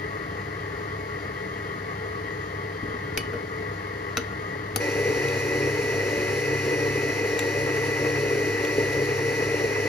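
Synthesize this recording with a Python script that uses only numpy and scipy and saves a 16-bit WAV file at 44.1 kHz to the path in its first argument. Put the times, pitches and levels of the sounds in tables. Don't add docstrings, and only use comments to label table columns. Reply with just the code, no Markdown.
import sys
import numpy as np
from scipy import signal
from scipy.fft import rfft, irfft, next_fast_len
from scipy.io import wavfile
from scipy.ndimage import map_coordinates

SR = 44100
rng = np.random.default_rng(int(sys.argv[2]) if len(sys.argv) > 2 else 0)


def digitize_waveform(pressure):
    field = np.atleast_2d(pressure).T
    bounded = np.clip(field, -1, 1)
    quanta = np.round(bounded * 32767).astype(np.int16)
    wavfile.write(sys.argv[1], SR, quanta)


N = 435686
TIME = np.arange(N) / SR
STRIKE_T = np.arange(SR // 3) / SR


def amp(db):
    return 10 ** (np.asarray(db) / 20)


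def unit(x):
    return x / np.sqrt(np.mean(x ** 2) + 1e-20)


def along(points, hz):
    point_hz, value = np.transpose(points)
    return np.interp(np.log(hz + 1), np.log(point_hz + 1), value)


def wobble(rate_hz):
    coarse_s = np.arange(0, TIME[-1], 1 / 1000)
    knots = rng.standard_normal(4096)
    return np.interp(TIME, coarse_s, map_coordinates(knots, [coarse_s * rate_hz], mode="wrap"))


def filtered(x, response):
    n = x.shape[-1]
    padded = next_fast_len(n + SR // 4, True)
    return irfft(rfft(x, padded) * response(np.fft.rfftfreq(padded, 1 / SR)), padded)[..., :n]


def add(track, start_s, sound):
    part = track[..., round(start_s * SR):][..., :sound.shape[-1]]
    part += sound[..., :part.shape[-1]]


def motor_turns(whine_hz, flutter_hz, jitter_hz):
    slots = 19
    pitch_hz = whine_hz + flutter_hz * wobble(24) + jitter_hz * wobble(70)
    return np.cumsum(pitch_hz) / slots / SR


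def tones(rows, turns, width_hz):
    out = np.zeros(N)
    for multiple, db, rough in rows:
        cycles = multiple * turns
        angle = 2 * np.pi * (cycles - np.floor(cycles)).astype(np.float32)
        cosine, sine = np.cos(angle), np.sin(angle)
        wavering = wobble(width_hz) * cosine + wobble(width_hz) * sine
        out += amp(db) * (np.sqrt(2 * (1 - rough)) * cosine + np.sqrt(rough) * wavering)
    return out


def hum(close):
    # (frequency [Hz], rms level far [dB], rms level near [dB])
    hum_lines = [(100.2, -42.5, -49.5), (200.3, -57, -54), (299.9, -51.5, -41.5), (400.2, -47, -43.5)]
    out = np.zeros(N)
    for hz, far_db, near_db in hum_lines:
        level = np.sqrt(2) * amp(near_db if close else far_db)
        out += level * np.sin(2 * np.pi * hz * TIME + rng.uniform(0, 2 * np.pi))
    return out


def grind(turns, spectrum, repeat, rattle_db, count=10):
    surface = rng.standard_normal((2, 400 * count))
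    fine = signal.resample(surface, 8 * surface.shape[1], axis=1)
    position = (turns / count * fine.shape[1]).astype(int) % fine.shape[1]
    worn = fine[:, position]
    drive = np.sqrt(repeat) * worn + np.sqrt(1 - repeat) * rng.standard_normal((2, N))
    return unit(filtered(drive * amp(rattle_db), lambda hz: amp(along(spectrum, hz))))


def at_microphones(lines, noises, place):
    # (frequency [Hz], likeness [0-1])
    alike = [(200, 0.97), (500, 0.93), (900, 0.9), (1500, 0), (1950, 0.78), (2500, 0.64), (5000, 0.27),
             (7000, 0.48), (7800, 1), (9300, 1), (9900, 0), (10600, 1), (13500, 0.93), (14500, 0.3)]
    balance, lead = place

    def mid_side_gains(hz):
        angle = np.arccos(np.clip(along(alike, hz), 0, 1)) / 2
        return np.array([np.cos(angle), np.sin(angle)])

    mid, side = filtered(noises, mid_side_gains)
    pair = np.array([lines + mid + side, lines + mid - side])
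    half = np.array([[.5], [-.5]])
    return filtered(pair, lambda hz: amp(half * along(balance, hz)) * np.exp(1j * half * along(lead, hz)))


def drag():
    # (drags per second [Hz], whine swing either way [Hz])
    rhythms = [(3.74, 7), (4.93, 5), (10.5, 7), (14.4, 10)]
    return sum(swing_hz * np.cos(2 * np.pi * (rate_hz * TIME + rng.random())) for rate_hz, swing_hz in rhythms)


def mixer_far():
    # (multiple of motor speed [ratio], level [dB], roughness [0-1])
    tone_rows = [(0.998, -51.5, 0.54), (1.345, -48.5, 0.36), (1.623, -50, 0.06), (3.123, -50.5, 0.44),
                 (4.19, -44, 0.78), (4.314, -48.5, 0.5), (8.37, -53, 0.3), (11.01, -45, 0.7),
                 (11.97, -47.5, 0.7), (13.78, -54, 0.83), (18.83, -46.5, 0.43), (19.7, -50, 0.6),
                 (21.2, -52.5, 0.33), (31.27, -61, 0.8), (45.8, -67.5, 0.8), (65.2, -67.5, 0.76)]
    # (frequency [Hz], relative density [dB per Hz])
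    gear_spectrum = [(25, -25), (45, -19), (62, -0.5), (100, 1.5), (150, -4), (190, 1), (225, -9.5),
                     (300, 0), (355, -7.5), (430, 4), (490, 2), (540, -7), (700, -4), (900, -47)]
    casing_spectrum = [(410, -20), (700, -14.5), (767, -9), (851, -6.5), (978, -9.5), (1110, -1.5),
                       (1440, -16), (1540, -10.5), (1950, -0.5), (2240, -14), (2320, -19), (3000, -23),
                       (3900, -64), (6600, -120)]
    fan_spectrum = [(2300, -12), (3000, 0), (3800, -0.5), (4750, 1.5), (5200, -4.5), (6700, -8.5),
                    (8500, -10.5), (10500, -13.5), (13500, -22.5), (15000, -30)]
    # (frequency [Hz], left lead [rad])
    place = ([(60, -1), (150, 1), (380, 2.5), (950, 2.5), (2380, 6.5), (5970, 3), (15000, -3.5)],
             [(150, 0.1), (400, 1.26), (1200, 2.47), (1800, 0.17), (3200, 1.4), (5000, 0.028)])
    mean_whine_hz = 1942
    turns = motor_turns(mean_whine_hz - drag(), flutter_hz=7, jitter_hz=11)
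    chatter = np.cos(2 * np.pi * turns * 4 / 9)
    gear_rattle_db = .7 * chatter + .7 * wobble(14)
    casing_rattle_db = 1.1 * chatter + .7 * wobble(25)
    gears = amp(-38.0) * grind(turns, gear_spectrum, repeat=0.36, rattle_db=gear_rattle_db)
    casing = amp(-38.5) * grind(turns, casing_spectrum, repeat=0.43, rattle_db=casing_rattle_db)
    fan = amp(-52.0) * grind(turns, fan_spectrum, repeat=0.42, rattle_db=0.59 * chatter, count=1)
    lines = tones(tone_rows, turns, width_hz=20) + hum(close=False)
    return at_microphones(lines, gears + casing + fan, place)


def ring(modes, t):
    out = np.zeros(len(t))
    for hz, db, t60_s in modes:
        out += amp(db + rng.normal(0, 2) - 60 * t / t60_s) * np.sin(2 * np.pi * hz * t)
    return out


def bowl_knocks():
    knocks = [(2.832, -27, -53, -70), (2.855, -34, -52, -70), (2.885, -34, -46, -70), (2.94, -34, -60, -70),
              (3.178, -30, -32, -40), (3.333, -33, -30, -36), (3.352, -30.5, -32, -47),
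              (4.171, -38, -35, -26), (4.178, -28, -31.5, -39), (4.7605, -31, -35, -41)]
    # (frequency [Hz], relative level [dB], t60 [s])
    table_modes = [(81.5, -20, 0.2), (115, -2.5, 0.18), (172, -9, 0.12), (243, 2, 0.088),
                   (293, -0.5, 0.067), (390, -7.5, .08)]
    foot_modes = [(459, 5, 0.12), (590, 0.5, 0.065)]
    rim_modes = [(1310, -1, 0.055), (1405, 0.5, 0.076), (1495, 0, 0.064)]
    out, t = np.zeros((2, N)), STRIKE_T
    onset = 1 - np.exp(-t / 0.0012)
    for start_s, thud_db, clack_db, rim_db in knocks:
        thud = amp(thud_db) * ring(table_modes, t)
        clack = amp(clack_db) * ring(foot_modes, t)
        rim = amp(rim_db) * ring(rim_modes, t)
        add(out, start_s, onset * (thud + clack + rim))
    return out


def crack(t, tilt_db, t60_s):
    # (frequency [Hz], relative density [dB per Hz])
    crack_spectrum = [(100, -24), (400, -3), (1200, 6), (2400, 8), (4800, 6.5), (6500, 4), (8000, -9.5),
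                      (10500, 6.5), (15000, -11)]
    spread = 0.69
    common = rng.standard_normal(len(t))
    unrelated = rng.standard_normal((2, len(t)))
    noise = np.sqrt(1 - spread) * common + np.sqrt(spread) * unrelated

    def response(hz):
        octaves = np.log2(np.maximum(hz, 500) / 4000)
        return amp(along(crack_spectrum, hz) + tilt_db * octaves)

    return unit(filtered(noise, response)) * amp(-60 * t / t60_s)


def glass_clicks():
    clicks = [(3.1743, -14, -0.5, -27.5, -32, -43), (3.333, -28, -15, -51, -64, -70),
              (4.1706, -16, -3, -50, -19, -57), (4.1773, -20, -5.5, -43, -27, -47),
              (4.76, -13, 5, -54, -45, -27), (4.7624, -19, -1, -53, -50, -35)]
    # (frequency [Hz], relative level [dB], t60 [s])
    glass_modes = [(2080, 6, 0.045), (2260, 7, .035), (2450, 6, 0.035), (2966, -1, 0.15), (3100, 0, .035),
                   (3381, -11, .1), (4511, -7.5, 0.1), (4940, -11, 0.07), (6340, -11, .1), (9470, -2, 0.05),
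                   (10820, -17, 0.19), (11895, -7, 0.06)]
    spoon_modes = [(2560, -7, 0.02), (2690, -1, 0.02), (3870, -4, 0.021), (4060, -11, 0.019),
                   (6100, -2, 0.026), (13550, -16, .03)]
    handle_modes = [(780, -2, .03), (1220, 0, .03), (1933, 0, .05), (4180, -1, .02), (4646, 1, .04),
                    (6325, 0, .03), (9545, 3, .03), (10960, -4, .04), (13110, -3, .03)]
    out, t = np.zeros((2, N)), STRIKE_T
    onset = 1 - np.exp(-t / 0.0005)
    for start_s, crack_db, tilt_db, glass_db, spoon_db, handle_db in clicks:
        burst = amp(crack_db) * crack(t, tilt_db, t60_s=0.017)
        glass = amp(glass_db) * ring(glass_modes, t)
        spoon = amp(spoon_db) * ring(spoon_modes, t)
        handle = amp(handle_db) * ring(handle_modes, t)
        add(out, start_s, onset * (burst + glass + spoon + handle))
    return out


def bumps(rows, half_s):
    return sum(height * np.exp(-np.minimum(((TIME - s) / half_s) ** 2, 20)) for s, height in rows)


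def drone(turns):
    # (multiple of motor speed [ratio], level [dB], roughness [0-1], swell depth [0-1],
    #  swells per orbit [ratio], time of a weakest moment [s])
    drone_rows = [(1.318, -38.5, 0.05, .85, .532, 7.35), (3.62, -38, .35, .55, 1, 7.8),
                  (4.005, -35.5, 0.2, .7, 1, 7.37), (5.47, -41.5, .12, .8, 1, 7.81)]
    orbit_s = .66
    out = np.zeros(N)
    for multiple, db, rough, depth, per_orbit, weakest_s in drone_rows:
        swell = 1 - depth * np.cos(2 * np.pi * per_orbit * (TIME - weakest_s) / orbit_s)
        out += np.sqrt(swell) * tones([(multiple, db, rough)], turns, width_hz=15)
    return out


def mixer_near():
    # (multiple of motor speed [ratio], level [dB], roughness [0-1])
    tone_rows = [(0.999, -39, 0.021), (1.103, -51.5, .2), (2.98, -42.5, 0.53), (4.386, -36, 0.48),
                 (4.454, -38, 0.28), (4.534, -40.5, 0.34), (4.65, -39, 0.53), (8.85, -51, 0.17),
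                 (10.92, -52, 0.4), (13.06, -53, 0.36), (15.9, -52, 0.17), (17.05, -52, 0.22),
                 (17.85, -51, 0.1), (18.98, -34, 0.02), (19.93, -41.5, 0.033), (21, -49.5, 0.1),
                 (23.05, -57, .3), (24.08, -46.5, 0.24), (25.05, -49, 0.42), (27, -54, .3),
                 (40.15, -58, 0.58), (43.2, -53.5, 0.24), (52.6, -53.5, 0.34), (55.9, -54.5, 0.34),
                 (60, -60, 0.36), (96.5, -58.5, 0.53)]
    # (frequency [Hz], relative density [dB per Hz])
    gear_spectrum = [(25, -40), (45, -26), (65, -11), (120, -14), (170, -16.5), (240, -13), (295, -2),
                     (340, -10), (420, 0.5), (470, 2.5), (510, -5), (545, -11.5), (700, -13.5), (900, -80)]
    casing_spectrum = [(550, -23), (700, 0.5), (900, 3), (980, -1.5), (1130, -1), (1480, -2), (1750, 1.5),
                       (1880, 4), (1960, 8.5), (2030, 9), (2110, 3), (2270, -4), (2500, 4), (2750, -9),
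                       (3000, -10.5), (3600, -82)]
    fan_spectrum = [(2300, -8.5), (3000, 1.5), (3300, -7), (3800, -3.5), (4450, 2), (5200, -4.5),
                    (5600, 1.5), (6200, -3.5), (6400, -1.5), (7500, -7.5), (9000, -7), (11000, -12),
                    (13300, -17.5), (15000, -30)]
    # (frequency [Hz], left lead [rad])
    place = ([(60, -3), (150, 0.5), (380, 1), (950, 4), (2380, 0.5), (5970, 4), (15000, -5)], [(150, 0.28),
             (450, 0.48), (750, 1.29), (1800, 0.76), (2900, 1.33), (4500, 0)])
    # (time [s], whine sag [Hz])
    bites = [(4.91, 18), (5.21, 34), (5.37, 28), (5.47, 24), (5.68, 24), (5.94, 28), (6.03, 35), (6.82, 27),
             (7.04, 27), (7.37, 35), (7.46, 34), (7.7, 30), (8.1, 29), (8.41, 22), (8.59, 24), (8.67, 31),
             (8.88, 22), (9.08, 26), (9.18, 28), (9.33, 21), (9.44, 28), (9.68, 38)]
    # (time [s], relative lift [dB])
    surges = [(4.99, 3), (5.09, 3.5), (5.25, 2), (5.36, 3), (5.4, -5), (5.71, 3), (5.76, -2), (5.94, 5),
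              (6.13, 3), (6.38, 1.5), (7.07, 2.5), (7.39, -5), (7.66, 2), (7.88, 1.5), (7.97, -7),
              (8.01, 4), (8.34, 4.5), (8.49, 5.5), (8.57, -7), (9.02, 3.5), (9.16, -4), (9.39, 3)]
    whine_hz, gear_ratio = 1973, 4.91
    turns = motor_turns(whine_hz - bumps(bites, half_s=.04), flutter_hz=3.5, jitter_hz=6)
    knock = np.cos(2 * np.pi * 2 * turns / gear_ratio)
    brush = np.cos(2 * np.pi * turns)
    surge_db = bumps(surges, half_s=0.024) + 0.97 * wobble(28)
    gear_rattle_db = 0.71 * surge_db + 2.7 * knock + 2.3 * wobble(70)
    casing_rattle_db = 0.48 * brush + 1.1 * wobble(35)
    gears = amp(-30.5) * grind(turns, gear_spectrum, repeat=0.16, rattle_db=gear_rattle_db)
    casing = amp(-34) * grind(turns, casing_spectrum, repeat=0.48, rattle_db=casing_rattle_db)
    fan = amp(-40) * grind(turns, fan_spectrum, repeat=0.31, rattle_db=0.64 * wobble(30), count=2)
    growl = unit(amp(surge_db)) * drone(turns)
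    lines = tones(tone_rows, turns, width_hz=22) + growl + hum(close=True)
    return at_microphones(lines, gears + casing + fan, place)


def struck_at(modes, spot_hz):
    boost_db, width_octaves = 7, 0.11
    favour = lambda hz: boost_db * np.exp(-(np.log2(hz / spot_hz) / width_octaves) ** 2)
    return [(hz, db + favour(hz), t60_s) for hz, db, t60_s in modes]


def steel_taps():
    taps = [(5.284, -36, -34, 10800), (7.391, -22, -24.5, 7100), (8.649, -26, -36, 3400),
            (8.93, -33, -36, 10800)]
    # (frequency [Hz], relative level [dB], t60 [s])
    steel_modes = [(2400, 1, 0.03), (2750, -1, .025), (3400, -2, 0.025), (3840, 0, 0.022),
                   (6870, -3, 0.014), (7350, -1, .012), (10800, -12, .025), (12100, -9, .02)]
    out, t = np.zeros((2, N)), STRIKE_T
    onset = 1 - np.exp(-t / 0.0005)
    for start_s, crack_db, ring_db, spot_hz in taps:
        burst = amp(crack_db) * crack(t, tilt_db=-3, t60_s=0.02)
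        steel = amp(ring_db) * ring(struck_at(steel_modes, spot_hz), t)
        add(out, start_s, onset * (burst + steel))
    return out


def kitchen(x):
    # (frequency [Hz], t60 [s])
    decay = [(200, 0.11), (3000, 0.29), (12000, 0.15)]
    hz, t, z = signal.stft(rng.standard_normal((2, SR // 2)), SR, nperseg=256)
    fade = amp(-60 * t / along(decay, hz)[:, None])
    tail = signal.istft(z * fade, SR, nperseg=256)[1]
    return signal.fftconvolve(x, tail / np.linalg.norm(tail[0]), axes=1)[:, :N]


def scene():
    close_at_s, fade_s = 4.805, 0.012
    close = np.clip((TIME - close_at_s) / fade_s + .5, 0, 1)
    mixer = np.sqrt(1 - close) * mixer_far() + np.sqrt(close) * mixer_near()
    strikes = bowl_knocks() + glass_clicks() + steel_taps()
    strikes = strikes * amp([[1.4], [-1.4]])
    return mixer + strikes + amp(-9.5) * kitchen(strikes)


def record(dry):
    # (frequency [Hz], right lead [cycles])
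    slip = [(4800, 0), (7000, .32), (7800, .5), (9300, .5), (10500, 1), (13700, 1), (14800, 1.5)]
    top_hz = 15300
    opposed = np.array([[-1], [1]])
    return filtered(dry, lambda hz: np.exp(1j * np.pi * opposed * along(slip, hz)) * (hz < top_hz))


dry = scene()
out = record(dry)
digitize_waveform(out)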